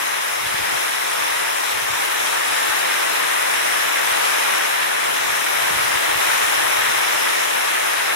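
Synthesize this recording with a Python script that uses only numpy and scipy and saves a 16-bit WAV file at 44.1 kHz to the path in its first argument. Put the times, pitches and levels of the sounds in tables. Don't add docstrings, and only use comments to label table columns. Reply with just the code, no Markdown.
import sys
import numpy as np
from scipy import signal
from scipy.fft import rfft, irfft, next_fast_len
from scipy.io import wavfile
from scipy.ndimage import uniform_filter1d, map_coordinates

SR = 44100
rng = np.random.default_rng(int(sys.argv[2]) if len(sys.argv) > 2 else 0)


def store_wav(level_fs):
    pcm = np.round(np.clip(np.atleast_2d(level_fs), -1, 1) * 32767)
    wavfile.write(sys.argv[1], SR, pcm.T.astype(np.int16))


N = 359415
ONE_WAVE_HZ = 170
TOP_HZ = 15800


def amp(db):
    return 10 ** (np.asarray(db) / 20)


def unit(x):
    return x / np.sqrt(np.mean(x ** 2) + 1e-20)


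def along(points, hz):
    point_hz, value = np.transpose(points)
    return np.interp(np.log(hz + 1), np.log(point_hz + 1), value)


def curves(rows):
    knot_s, *columns = np.transpose(rows)
    t = np.arange(N) / SR
    return [np.interp(t, knot_s, column) for column in columns]


def wobble(rate_per_s):
    knots = rng.standard_normal(int(N * rate_per_s / SR) + 4)
    return map_coordinates(knots, [np.arange(N) * rate_per_s / SR])


def filtered(x, response):
    size = next_fast_len(N + SR // 2)
    gain = response(np.fft.rfftfreq(size, 1 / SR))
    return irfft(rfft(x, size) * gain, size)[..., :N]


def coloured(x, spectrum):
    return unit(filtered(x, lambda hz: amp(along(spectrum, hz))))


# frequency in Hz, correlation from -1 to 1.
PORT_CORRELATION = [(210, 0.98), (300, 0.93), (550, 0.85), (750, 0.69), (1000, 0.64), (1230, 0.061),
                    (1400, -0.03), (1620, -0.059), (1900, -0.37), (2150, 0.099), (2550, 0.19),
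                    (3000, 0.091), (3500, -0.022), (5000, 0.031)]


def surround(pair, spectrum):
    def gains(hz):
        apart = (1 - along(PORT_CORRELATION, hz)) * np.minimum(hz / ONE_WAVE_HZ, 1) ** 4
        apart = np.clip(apart, 0, 2)
        return amp(along(spectrum, hz)) * np.sqrt([2 - apart, apart])

    shared, opposed = filtered(pair, gains)
    return unit(np.array([shared + opposed, shared - opposed]))


def wash(patchy_db):
    bins = signal.stft(rng.standard_normal((2, N)), nperseg=512)[2]
    patches = rng.standard_normal(bins.shape[1:])
    patches = uniform_filter1d(patches, size=8, axis=0)
    patches = uniform_filter1d(patches, size=20, axis=1)
    noise = signal.istft(bins * amp(patchy_db * unit(patches)), nperseg=512)[1]
    return unit(noise[:, :N])


def drops(pitch_hz, spread, cycles, size_db, clump_db, clump_rate, count, size=128):
    place, shape = rng.random((count, 2)), rng.standard_normal((count, 2))
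    hz = np.clip(pitch_hz * np.exp(spread * shape[:, :1]), 200, TOP_HZ)
    starts = (place[:, :1] * N).astype(int)
    flurry_db = clump_db * np.tanh(wobble(clump_rate))[starts]
    weight = amp(size_db * np.minimum(shape[:, 1:], 2) + flurry_db)

    k = np.arange(size)
    turns = hz * k / SR
    grains = weight * np.sin(2 * np.pi * turns) * np.exp(-turns / cycles)

    side = N * (place[:, 1:] > .5)
    total = np.bincount((starts + side + k).ravel(), grains.ravel(), 2 * N)
    return unit(total[:2 * N].reshape(2, N))


# frequency in Hz, relative level in dB.
LEAF_SPECTRUM = [(300, -40), (800, -3.5), (1250, -4), (1620, -0.7), (1750, -0.4), (1880, -1), (2100, -1.4),
                 (2700, -2.5), (3500, -7), (5000, -17.5), (12000, -58)]
LEAVES_DB, LEAVES_SWELL = -22.5, 1.06


def leaves(shower_db):
    taps = drops(pitch_hz=2620, spread=0.38, cycles=1.96, size_db=2,
                 clump_db=1.6, clump_rate=30, count=24000)
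    bubbles = drops(pitch_hz=2201, spread=0.42, cycles=13, size_db=0.5,
                    clump_db=-0.5, clump_rate=7.2, count=1500, size=800)
    mix = wash(patchy_db=0.5) + amp(-8.5) * taps + amp(-15.5) * bubbles
    level_db = LEAVES_DB + LEAVES_SWELL * shower_db
    return amp(level_db) * surround(mix, LEAF_SPECTRUM)


# frequency in Hz, relative level in dB.
SPLASH_SPECTRUM = [(800, -34), (2200, -1), (3800, -1), (5200, -1.5), (8500, -2.5), (11000, -4.5),
                   (16000, -11)]
# time in seconds, level in dB over SPLASH_DB.
SPRAY_CURVE = [(0, -2.4), (.3, -2.4), (.55, -2), (.8, -0.7), (1.0, -1.3), (1.35, -0.7), (1.9, -1.5),
               (2.55, 0.4), (3.1, 0), (4.5, 0.6), (4.9, -1.6), (5.5, -0.1), (5.85, 0.5), (6.15, 0.2),
               (6.28, 2), (6.6, 1), (7.1, 0.5), (8.15, -1)]
SPLASH_DB = -23.5


def splashes():
    ticks = drops(pitch_hz=7380, spread=0.55, cycles=0.9, size_db=2.0,
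                  clump_db=3.5, clump_rate=42, count=24000, size=48)
    drips = drops(pitch_hz=5630, spread=0.36, cycles=1.6, size_db=2.0,
                  clump_db=3, clump_rate=6, count=200)
    mix = wash(patchy_db=1.29) + amp(-9) * ticks + amp(-27) * drips
    level_db = SPLASH_DB + curves(SPRAY_CURVE)[0] + 0.21 * wobble(22)
    return amp(level_db) * surround(mix, SPLASH_SPECTRUM)


# frequency in Hz, relative level in dB.
FIELD_SPECTRUM = [(25, -22), (60, -24), (105, -23), (150, -12), (220, -13.5), (300, -7), (410, -5),
                  (480, -3.5), (760, -3), (890, 0.5), (1050, -0.5), (1300, -4.5), (2000, -13), (5000, -62)]
FIELDS_DB, FIELDS_SWELL = -23.5, 0.89


def fields(shower_db):
    level_db = FIELDS_DB + FIELDS_SWELL * shower_db + 0.14 * wobble(4.0)
    return amp(level_db) * surround(wash(patchy_db=0.5), FIELD_SPECTRUM)


# start in seconds, envelope peak in dB before the split
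# between ports, pitch in Hz, envelope rise in seconds, right over left in dB.
EDDIES = [(.461, -30, 115, .003, 12), (.484, -35, 90, .003, 14), (.541, -28, 135, 0.003, 12),
          (.592, -32, 92, 0.013, 16), (.765, -37, 75, .003, -12), (1.779, -44, 92, .012, 10),
          (1.9, -29, 115, 0.0032, 18), (2.693, -37, 95, .004, 10), (4.118, -33, 120, 0.0019, -8),
          (5.29, -39, 110, .005, 8), (5.704, -27, 165, 0.0032, 12), (5.793, -28, 125, 0.0028, 14),
          (5.856, -35, 150, .002, 10), (5.901, -31, 170, .002, 10), (5.95, -29, 110, .003, 14),
          (6.087, -36, 100, .004, 10), (6.119, -37, 80, .006, 10), (6.153, -28, 115, 0.0028, 10),
          (6.285, -35, 150, 0.0036, 6), (6.44, -38, 85, .004, -6), (6.641, -38, 110, .006, 10),
          (6.776, -37, 100, .005, 8), (6.88, -39, 120, .007, 8), (6.96, -39, 121, 0.0068, 6)]


def puffs():
    out, t = np.zeros((2, N)), np.arange(SR // 8) / SR
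    for start_s, peak_db, hz, rise_s, right_db in EDDIES:
        envelope = t / rise_s * np.exp(1 - t / rise_s)
        push = amp(peak_db) * np.sin(2 * np.pi * hz * t) * envelope
        sides = np.array([[-1], [amp(right_db)]]) / (1 + amp(right_db))
        out[:, round(start_s * SR):][:, :len(t)] += sides * push
    return out


# frequency in Hz, relative level in dB.
BUFFET_SPECTRUM = [(20, -16), (40, -14), (60, 1), (90, -1), (150, -4), (230, -9), (500, -23), (2000, -80)]
# time in seconds, level in dB before swing, flutter and port gain.
FAINT_RUMBLE_CURVE = [(0, -63), (.14, -63), (.22, -84), (.35, -62), (.85, -61), (.96, -70), (1.12, -59),
                      (1.47, -64), (1.61, -80), (1.7, -56), (2.15, -58), (2.8, -66), (2.95, -83),
                      (3.17, -90), (3.27, -65), (3.86, -72), (4.15, -69), (4.29, -88), (4.38, -61),
                      (4.47, -84), (4.6, -70), (4.85, -71), (4.98, -57), (5.58, -62), (6.04, -59),
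                      (7.08, -58), (7.52, -64), (7.68, -80), (7.83, -62), (8.15, -64)]
# start of hold in seconds, hold in seconds, level in dB before flutter and port gain.
GUST_ROWS = [(.41, .08, -51), (.545, 0.094, -45), (.71, 0.054, -53), (1.73, .1, -53), (1.89, .04, -53),
             (2.66, .06, -53), (5.06, .2, -64), (5.277, .03, -55), (5.61, .03, -48), (5.7, .26, -47),
             (6.093, 0.076, -50), (6.27, .07, -49), (6.57, .25, -54), (6.86, 0.1, -48)]
GUST_ATTACK_S, GUST_RELEASE_S = 0.024, 0.035
SWING_DB, SWING_RATE_PER_S = 6, 19
FLUTTER_DB, FLUTTER_RATE_PER_S = 7.5, 41
WIND_LEFT_DB, WIND_RIGHT_DB = -7, 2


def wind():
    t = np.arange(N) / SR
    air = amp(curves(FAINT_RUMBLE_CURVE)[0] + SWING_DB * np.tanh(wobble(SWING_RATE_PER_S)))
    for start_s, hold_s, db in GUST_ROWS:
        early_s = np.maximum(start_s - t, 0)
        late_s = np.maximum(t - start_s - hold_s, 0)
        gust = amp(db) * np.exp(-early_s / GUST_ATTACK_S - late_s / GUST_RELEASE_S)
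        air = np.hypot(air, gust)
    flutter = amp(FLUTTER_DB * np.tanh(wobble(FLUTTER_RATE_PER_S)))
    rumble = coloured(rng.standard_normal((2, N)), BUFFET_SPECTRUM)
    return air * flutter * rumble * amp([[WIND_LEFT_DB], [WIND_RIGHT_DB]])


# frequency in Hz, gain in dB.
LEFT_COLOUR = [(200, -1), (300, -0.42), (2200, 1), (3300, -3), (3800, -2), (4500, -10), (5300, -0.6),
               (8500, 0.47), (10700, 6), (12000, 5), (13500, -1), (15800, -1)]
# frequency in Hz, gain in dB.
RIGHT_COLOUR = [(200, -1.5), (1000, -1.5), (2000, -1.5), (2700, -0.5), (3950, 1.5), (4330, -2),
                (4560, -8.5), (4820, -0.6), (6000, -3), (7000, -9), (8900, -14.5), (9700, -24),
                (12500, -25.5), (15800, -9.5)]
NOTCH_HZ, NOTCH_WIDTH_HZ, NOTCH_DB = 4500, 170, -9


def ports(hz):
    notch_db = NOTCH_DB * np.exp(-((hz - NOTCH_HZ) / NOTCH_WIDTH_HZ) ** 2)
    colour_db = np.array([along(LEFT_COLOUR, hz) + notch_db, along(RIGHT_COLOUR, hz)])
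    return amp(colour_db * np.minimum(hz / ONE_WAVE_HZ, 1) ** 2)


# time in seconds, level in dB over the usual downpour.
SHOWER_CURVE = [(0.0, -2.5), (0.2, -3), (0.55, -3), (0.73, -1.3), (0.95, -2.5), (1.22, -1.2), (1.65, -2),
                (1.97, -1.7), (2.3, -0.3), (2.75, 0.5), (3.0, 0), (4.05, 1), (4.3, 1.8), (4.6, 1), (4.9, 0),
                (5.4, 0.1), (5.75, 1), (6.35, 2.0), (7.0, 1.4), (8.15, -0.3)]


def scene():
    shower_db = curves(SHOWER_CURVE)[0]
    rain = leaves(shower_db) + splashes() + fields(shower_db)
    return filtered(rain, ports) + puffs() + wind()


PORT_LAG_S = .00056
LOW_CUT_HZ = 35


def record(dry):
    def leak_response(hz):
        band = (hz > 1000) * (hz < 4000)
        return amp(-21) * band * np.exp(-2j * np.pi * hz * PORT_LAG_S)

    left, right = dry[0], -dry[1]
    leak = filtered(right, leak_response)
    low_cut = signal.butter(4, LOW_CUT_HZ, "highpass", fs=SR, output="sos")
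    pair = signal.sosfilt(low_cut, [left + leak, right])
    return filtered(pair, lambda hz: hz < TOP_HZ)


dry = scene()
out = record(dry)
store_wav(out)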